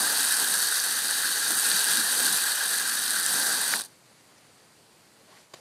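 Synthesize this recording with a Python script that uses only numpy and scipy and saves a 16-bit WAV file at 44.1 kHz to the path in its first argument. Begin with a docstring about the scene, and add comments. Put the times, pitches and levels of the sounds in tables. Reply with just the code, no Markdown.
"""A hose nozzle close to the microphone sprays vegetables lying on soil until its valve shuts.
The spray is many tiny noise bursts mixed with patchy noise, filtered into fizz, hiss, spatter, tube
ring, splash and drumming; ringing slugs, low thuds and a whistle join it.
The valve eases, snaps nearly shut, lets one spurt through and seals. Then a quiet garden wash
remains, with rustling stalks (filtered snaps), faint gurgles (sliding tones) and one crunchy knock."""
import sys
import numpy as np
from scipy import signal
from scipy.io import wavfile
from scipy.ndimage import uniform_filter1d

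SR = 44100
rng = np.random.default_rng(int(sys.argv[2]) if len(sys.argv) > 2 else 0)


def inscribe(sig):
    """Save sig as 16-bit PCM at rate SR to the path in sys.argv[1].

    A 1-D sig is mono; a 2-D sig holds one channel per row.
    Samples are clipped to [-1, 1] before scaling.
    """
    pcm = np.round(np.clip(np.atleast_2d(sig).T, -1, 1) * 32767)
    wavfile.write(sys.argv[1], SR, pcm.astype(np.int16))


N = 247356  # length of the scene in samples


def gain_of(db):
    """Turn decibels into a plain multiplier."""
    return 10 ** (np.asarray(db) / 20)


def evened(x):
    """Scale to an average (RMS) strength of 1."""
    return x / np.sqrt(np.mean(x ** 2) + 1e-20)


def follow(rows):
    """Draw straight lines between the rows of a table, giving each column at every sample."""
    s, *columns = np.transpose(rows)
    return [np.interp(np.arange(N) / SR, s, column) for column in columns]


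def add(mix, s, sound):
    """Mix a short sound in at s seconds, cutting it off at the end of the scene."""
    part = mix[round(s * SR):][:len(sound)]
    part += sound[:len(part)]


def colour(x, points):
    """Filter to the given spectrum; the filter never acts ahead of time (minimum phase)."""
    f, db = np.transpose(points)
    hz = abs(np.fft.fftfreq(8192, 1 / SR))
    spectrum_db = np.interp(np.log(hz + 1), np.log(f + 1), db)
    log_gain = np.log(gain_of(np.maximum(spectrum_db, -90)))
    # the phase follows from the log gain
    response = np.exp(np.conj(signal.hilbert(log_gain)))
    taps = np.fft.ifft(response).real[:4096]
    return evened(signal.oaconvolve(x, taps)[:N])


def ticks(per_s, spread_db, length_s):
    """Short bursts of noise at random moments, many small and a few large."""
    chance, size, noise = rng.random(N), rng.exponential(1, N), rng.standard_normal(N)
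    starts = chance < per_s / SR
    power = gain_of(2 * spread_db * np.minimum(size, 4.2)) * starts
    t = np.arange(400) / SR / length_s
    burst_power = t * np.exp(-4 * t)  # peaks a quarter of the way through the length
    return evened(noise * np.sqrt(abs(signal.oaconvolve(power, burst_power)[:N])))


def patchy(patchy_db, span_s):
    """Noise whose level wanders in patches of time and frequency."""
    a, b, patches = rng.standard_normal((N // 64 + 8, 129, 3)).T
    patches = uniform_filter1d(patches, 5, 0)  # smooth over frequency, then over time
    patches = uniform_filter1d(patches, max(round(span_s * SR / 64), 1), 1)
    z = (a + 1j * b) * gain_of(patchy_db * evened(patches))
    return evened(signal.istft(z, nperseg=256, noverlap=192)[1][:N])


def flutter(depth_db, span_s):
    """Smooth random wobble around 1, for a level or a pitch."""
    size = max(round(span_s * SR), 1)
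    smooth = uniform_filter1d(uniform_filter1d(rng.standard_normal(N), size), size)
    return gain_of(depth_db * evened(smooth))


def resonate(x, hz, width_hz):
    """A resonance of gain 1 that follows the pitch hz."""
    turn = np.exp(2j * np.pi * np.cumsum(hz * np.ones(N)) / SR)
    r = np.exp(-np.pi * width_hz / SR)
    # shift the pitch down to zero, smooth, then shift it back
    return 2 * (turn * signal.lfilter([1 - r], [1, -r], x / turn)).real


# the jet swinging over the ground, before valve and flutter:
# (time [s], fizz level [dB], hiss level [dB], splash level [dB], drumming level [dB])
JET_LEVELS = [(0.0, -27, -30, -38, -44.5), (0.3, -27, -30, -45, -56), (0.43, -27, -31, -41.5, -51),
              (0.77, -28.5, -30, -46.5, -57), (0.87, -29, -31.5, -46, -55), (1.15, -29, -31, -46, -53.5),
              (1.46, -30.5, -31.5, -46, -54.5), (1.51, -26.5, -29.5, -43.5, -51),
              (1.57, -26, -31.5, -44.5, -52.5), (1.77, -26.5, -27.5, -43, -48),
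              (1.82, -27, -30, -42.5, -55), (1.92, -26, -28.5, -42, -49), (2.01, -27, -29.5, -44.5, -47),
              (2.06, -26, -30, -42.5, -49), (2.17, -26.5, -30, -41.5, -50), (2.29, -26, -28.5, -41.5, -50),
              (2.35, -26, -29, -43, -49), (2.38, -26, -29, -42.5, -58), (2.42, -27, -30.5, -44, -55),
              (2.62, -30.5, -33, -45, -60), (2.74, -28, -31, -44.5, -52), (2.88, -30.5, -33, -47.5, -54.5),
              (3.27, -28.5, -31, -46, -52), (3.29, -27.5, -31, -44, -47), (3.46, -28, -30.5, -40, -49),
              (3.72, -29.5, -32, -44, -51), (3.74, -28.5, -30, -40, -49)]
# spatter on the vegetables, before valve and flutter: (time [s], level [dB])
SPATTER_LEVELS = [(0, -41), (.2, -39), (.45, -41.5), (.62, -43), (.8, -42), (1.1, -41.5), (1.46, -42.5),
                  (1.72, -37.5), (1.86, -40.5), (1.92, -36.5), (2.0, -39.5), (2.36, -38.5), (2.61, -41.5),
                  (3.0, -42), (3.24, -44), (3.3, -40), (3.5, -42.5), (3.74, -41)]
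# how each part's sound is spread over pitch: (frequency [Hz], relative level per Hz [dB])
FIZZ_COLOUR = [(4000, -75), (7100, -10), (8040, -2), (9140, .5), (9960, -1), (11000, -10.5), (12700, -5.5),
               (13500, -9.5), (15000, -27), (15700, -30)]
HISS_COLOUR = [(2400, -48), (3450, -11), (3650, -6), (3820, 0), (4080, -3.5), (4450, 0), (4850, -2),
               (5080, -6.5), (5700, -6), (6450, -5), (7150, -9.5), (8500, -29.5)]
SPATTER_COLOUR = [(1200, -71), (2220, -10), (2430, -3), (2650, -5), (3150, 0), (3400, -1.5), (3650, -6),
                  (4400, -32.5)]
TUBE_COLOUR = [(400, -68), (800, -36), (1150, -14), (1420, -5.5), (1560, -1), (1640, 0.5), (1720, -2.5),
               (1830, -6), (2050, -12), (2220, -23), (2700, -44)]
SPLASH_COLOUR = [(120, -53), (250, -34), (400, -4.5), (480, -3.5), (600, -5.5), (800, 1), (1150, -2),
                 (1500, -24), (2000, -48.5)]
DRUM_COLOUR = [(25, -47), (60, -33), (120, -11.5), (200, -0.5), (290, 0), (380, -4.5), (550, -18),
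               (900, -51.5)]
# droplets, one row each for fizz, hiss, spatter, tube, splash, drumming:
# (rate [bursts/s], size spread [dB], burst length [s], own bursts [share of power],
#  common bursts [share of power], patchiness of the remaining noise [dB])
DROPLETS = [(2055, 4, 0.00072, 0.42, 0.14, 0.5), (2030, 2, 0.0014, 0.29, 0.12, 1.5),
            (2000, 2, .0015, .25, .1, 1.5), (2500, 2.5, 0.0017, 0.22, 0.055, 1.7),
            (602, 3, 0.0021, 0.23, 0.067, 1.5), (150.6, 2.5, 0.0084, 0.14, 0.022, 1.4)]
# the tube ring takes a share of the fizz's swings and chokes as the valve eases
TUBE_DB, TUBE_SHARE, USUAL_FIZZ_DB = -34, 0.44, -28
CHOKE_DB, CHOKE_S = -6, 0.014
SPUTTER_DB, SPUTTER_S = 2.5, .004  # the flow breaks up once the valve eases: depth, smoothing time


def jet():
    """Droplet bursts and turbulence colour each part; all share the flow and its flutter."""
    fizz_db, hiss_db, splash_db, drum_db = follow(JET_LEVELS)
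    spatter_db = follow(SPATTER_LEVELS)[0]
    choke = np.clip((np.arange(N) / SR - EASE_S) / CHOKE_S, 0, 1)
    tube_db = TUBE_DB + TUBE_SHARE * (fizz_db - USUAL_FIZZ_DB) + CHOKE_DB * choke
    flow = gain_of(valve()) * evened(flutter(0.45, 0.023) * flutter(0.74, 0.0032))
    flow = flow * flutter(SPUTTER_DB * choke, SPUTTER_S)
    common = ticks(1500, 4.4, 0.00028)  # bursts heard in every part at once
    colours = (FIZZ_COLOUR, HISS_COLOUR, SPATTER_COLOUR, TUBE_COLOUR, SPLASH_COLOUR, DRUM_COLOUR)
    levels = (fizz_db, hiss_db, spatter_db, tube_db, splash_db, drum_db)
    out = np.zeros(N)
    for part, db, drops in zip(colours, levels, DROPLETS):
        per_s, spread_db, length_s, own, shared, patchy_db = drops
        smooth = np.sqrt(max(1 - own - shared, 0))
        own_bursts = np.sqrt(abs(own)) * ticks(per_s, spread_db, length_s)
        bursts = own_bursts + np.sqrt(abs(shared)) * common
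        out += gain_of(db) * colour(bursts + smooth * patchy(patchy_db, .04), part)
    out += whistle(tube_db)
    return flow * nozzle_notches(out)


# narrow whistle in the tube, before its small waver: (time [s], pitch [Hz])
WHISTLE_PITCH = [(0, 1610), (.5, 1624), (1.1, 1666), (1.5, 1615), (1.8, 1640), (2.1, 1590), (2.5, 1660),
                 (2.9, 1650), (3.3, 1554), (3.75, 1570)]
WHISTLE_DB, WHISTLE_WIDTH_HZ = -7.5, 75  # level against the tube ring


def whistle(tube_db):
    """Noise through a narrow resonance of the tube whose pitch drifts and wavers."""
    pitch = follow(WHISTLE_PITCH)[0] * flutter(0.16, 0.028)
    tone = evened(resonate(rng.standard_normal(N), pitch, WHISTLE_WIDTH_HZ))
    return gain_of(tube_db + WHISTLE_DB) * tone


# pitches that the nozzle cancels: (frequency [Hz], width [Hz], removed [share])
CANCELLED = [(2220, 136, 0.49), (5080, 170, 0.26), (7070, 270, 0.41)]


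def nozzle_notches(out):
    """The nozzle partly cancels a few pitches: subtract a share of each narrow band."""
    for hz, width_hz, share in CANCELLED:
        out = out - share * resonate(out, hz, width_hz)
    return out


# spectrum of the outdoor wash: (frequency [Hz], relative level per Hz [dB])
GARDEN_COLOUR = [(25, -16), (60, -12), (120, 2.5), (240, -0.5), (850, -4), (1150, -6.5), (1900, -7.5),
                 (3500, -11), (4200, -8.5), (4750, -7), (5200, -12.5), (9500, -11), (11000, -17),
                 (14000, -21), (15500, -47)]
GARDEN_DB = -57.5
LULL_S, LULL_DB, LULL_WIDTH_S = 5.485, -2.5, .035  # the wash dips briefly


def garden():
    """Distant wash of the outdoors: patchy noise, coloured."""
    lull_db = LULL_DB * np.exp(-((np.arange(N) / SR - LULL_S) / LULL_WIDTH_S) ** 2)
    return gain_of(GARDEN_DB + lull_db) * colour(patchy(0.87, .06), GARDEN_COLOUR)


# the jet thumps into hollows of the wet soil, pitch before its waver:
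# (time of peak [s], level [dB], pitch [Hz])
SOIL_THUDS = [(.21, -49, 250), (.42, -52, 260), (1.515, -44.5, 290), (1.75, -50.5, 200.5), (1.99, -44, 250),
              (2.0, -46, 330), (2.225, -45, 270), (2.25, -47.5, 204.6), (2.33, -49, 185), (3.39, -47, 280)]
THUD_S, THUD_WAVER_DB = .018, 1.1  # width of the swell; pitch waver as dB of frequency ratio


def thuds():
    """Thumps into wet hollows: short low tones that swell, fade and waver in pitch."""
    t, out = np.arange(-3 * THUD_S, 3 * THUD_S, 1 / SR), np.zeros(N)
    swell = np.exp(-.5 * (t / THUD_S) ** 2)
    waver = flutter(THUD_WAVER_DB, .01)
    for s, db, hz in SOIL_THUDS:
        start = s - 3 * THUD_S
        turns = np.cumsum(hz * waver[round(start * SR):][:len(t)]) / SR
        add(out, start, gain_of(db) * np.sqrt(2) * swell * np.sin(2 * np.pi * turns))
    return out


# big slugs of water leaving the nozzle: (start [s], peak level of the ring [dB], pitch [Hz])
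WATER_SLUGS = [(.2500, -11.5, 8680), (.3244, -11, 9120), (.3688, -13, 8630), (.369, -21, 5600),
               (.445, -17.5, 4000), (.8, -16, 6000), (1.1105, -11.5, 9110), (1.48, -11.5, 9730),
               (1.598, -10.5, 8420), (1.7154, -11, 4370), (1.7278, -14, 8700), (1.8505, -15, 8800),
               (1.9347, -10, 8890), (2.1912, -10, 9090), (2.3273, -10, 9300), (2.992, -14, 8920),
               (3.1069, -9.5, 8700), (3.2633, -9.5, 8350), (3.7371, -13.5, 1570), (3.7385, -18, 2030),
               (3.7585, -17, 9400), (3.7605, -20, 9400), (3.8095, -20, 9230), (3.8095, -32, 1610),
               (3.8105, -28, 6100), (3.838, -30, 9500), (3.850, -33, 9300), (3.854, -39, 6800),
               (3.860, -35, 9300)]
SLUG_RISE_S, SLUG_SLOWING = 0.00029, 0.69  # rise at 9 kHz; lower rings rise slower (power of pitch)
SLUG_TICK_DB, SLUG_TICK_RISE_S = -12, 0.0003  # wide tick, level against the ring


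def slugs():
    """Each slug rings a nozzle resonance for a few cycles and carries a wide tick in the hiss band."""
    out, t = np.zeros(N), np.arange(600) / SR
    noise = colour(rng.standard_normal(N), HISS_COLOUR)
    v = t / SLUG_TICK_RISE_S
    tick_shape = gain_of(SLUG_TICK_DB) * (v * np.exp(1 - v)) ** 2
    for s, db, hz in WATER_SLUGS:
        u = t / SLUG_RISE_S * (hz / 9000) ** SLUG_SLOWING
        ring = (u * np.exp(1 - u)) ** 1.7 * np.sin(2 * np.pi * hz * t)
        tick = tick_shape * noise[round(s * SR):][:len(t)]
        add(out, s, gain_of(db) * (ring + tick))
    return out


# the valve eases, snaps nearly shut, lets one spurt through, then seals
EASE_S, EASE_DB, SNAP_S, SNAP_DB_PER_S = 3.742, -8, 3.812, -480
SPURT_S, SPURT_DB, SPURT_RISE_DB_PER_S, SEAL_DB_PER_S = 3.856, -15.5, 180, -900
DRIBBLE_DB, DRIBBLE_DB_PER_S = -30, -150  # the last drops dribble away


def valve():
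    """Flow in dB while the valve closes: the strongest of closing, spurt and dribble wins."""
    t = np.arange(N) / SR
    easing = EASE_DB * np.clip((t - EASE_S) / (SNAP_S - EASE_S), 0, 1)
    closing = easing + SNAP_DB_PER_S * np.maximum(t - SNAP_S, 0)
    spurt = SPURT_DB + np.where(t < SPURT_S, SPURT_RISE_DB_PER_S, SEAL_DB_PER_S) * (t - SPURT_S)
    dribble = DRIBBLE_DB + DRIBBLE_DB_PER_S * np.maximum(t - SPURT_S, 0)
    return np.maximum(np.maximum(closing, spurt), np.maximum(dribble, -100))


# dry stalks stirring:
# (time of peak [s], level before thinning [dB], rise [s], fall [s], body taken out [dB])
STIRS = [(4.388, -60, .02, .01, 12), (5.37, -56.5, 0.1, 0.08, -1), (5.565, -56, 0.02, .2, 0)]
# spectrum of the stalks: (frequency [Hz], relative level per Hz [dB])
STRAW_COLOUR = [(100, -20), (300, -3), (600, 1), (1200, -4), (1900, -3), (3200, -9), (4700, -4), (5300, -7),
                (8000, -14), (11500, -16), (14500, -35)]


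def rustle():
    """Dense small snaps of dry stalks; each stir swells and dies away."""
    t = np.arange(N) / SR
    snaps = colour(0.56 * ticks(1500, 3.0, .001) + patchy(2.5, .03), STRAW_COLOUR)
    thin = evened(resonate(snaps, 5600, 1800))  # only the band around 5600 Hz
    out = np.zeros(N)
    for s, db, rise_s, fall_s, thin_db in STIRS:
        swell = np.exp(-((t - s) / np.where(t < s, rise_s, fall_s)) ** 2)
        body = 1 / gain_of(thin_db)
        out += gain_of(db) * swell * (body * snaps + (1 - body) * thin)
    return out


# faint gurgles, before pitch waver and level wobble:
# (start [s], length [s], starting pitch [Hz], peak level [dB])
BUBBLES = [(5.198, 0.04, 520, -61), (5.281, 0.027, 570, -54), (5.305, .05, 850, -59),
           (5.588, .02, 490, -53)]
GURGLE_RISE = .13  # upward slide, as a share of the pitch


def gurgle():
    """Wavering bubble tones that slide upward."""
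    out, wobble, waver = np.zeros(N), flutter(4.0, .003), flutter(.6, .004)
    for s, length_s, hz, db in BUBBLES:
        u = np.arange(0, length_s, 1 / SR) / length_s
        pitch = hz * (1 + GURGLE_RISE * u) * waver[round(s * SR):][:len(u)]
        turns = np.cumsum(pitch) / SR
        add(out, s, gain_of(db) * np.sin(np.pi * u) * np.sin(2 * np.pi * turns))
    return wobble * out


# what the knocked object rings with: (frequency [Hz], width [Hz], relative level [dB])
KNOCK_RINGS = [(231, 110, -7), (654, 150, -1.5), (1100, 310, -1), (1710, 270, -4), (2350, 500, -9),
               (3100, 450, -7), (4000, 500, -2), (4780, 180, 0.5), (5800, 900, -11), (6900, 790, -2),
               (9000, 1500, -12), (11500, 1200, -14), (13500, 1500, -16)]
KNOCK_S, KNOCK_DB = 5.5335, -42.5  # start; average level of the first 800 samples
KNOCK_SWELL_S = 0.0023  # the push peaks after three of these
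KNOCK_CHATTER_S, KNOCK_GRIT = .0021, .14  # rough pace of the jolts; grit against a jolt


def knock():
    """Quick jolts with grit between them swell for a moment and ring a dull object."""
    t = np.arange(4000) / SR
    # an unsteady clock gives a jolt each time it ticks over
    clock = np.cumsum(1 + 2.5 * rng.standard_normal(len(t))) / SR / KNOCK_CHATTER_S
    jolts = np.diff(np.floor(clock), prepend=0) > 0
    swell = (t / KNOCK_SWELL_S) ** 3 * np.exp(-t / KNOCK_SWELL_S)
    push = swell * (jolts + KNOCK_GRIT * rng.standard_normal(len(t)))
    body = np.zeros(len(t))
    for hz, width, db in KNOCK_RINGS:
        decay = np.sqrt(width) * np.exp(-np.pi * width * t)
        body += gain_of(db) * decay * np.sin(2 * np.pi * hz * t)
    body += .5 * (t == 0) * abs(body).max()  # part of the push is heard directly
    body = signal.lfilter(*signal.butter(2, 150, "high", fs=SR), body)  # small object: no deep bass
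    crunch, out = signal.fftconvolve(push, body)[:len(t)], np.zeros(N)
    add(out, KNOCK_S, gain_of(KNOCK_DB) * crunch / np.sqrt(np.mean(crunch[:800] ** 2)))
    return out


def scene():
    """All sources added together, as one channel."""
    return (jet() + garden() + thuds() + slugs() + rustle() + gurgle() + knock())[None]


EDGE_HZ = 15720  # top of the passed band


def record(dry):
    """The small microphone drops the deep bass; then a steep filter removes the highest treble."""
    thin = signal.sosfilt(signal.butter(1, 30, "high", fs=SR, output="sos"), dry)
    band_limit = signal.firwin(1023, EDGE_HZ, window=("kaiser", 9), fs=SR)
    return signal.oaconvolve(thin, band_limit[None], "same")


dry = scene()
out = record(dry)
inscribe(out)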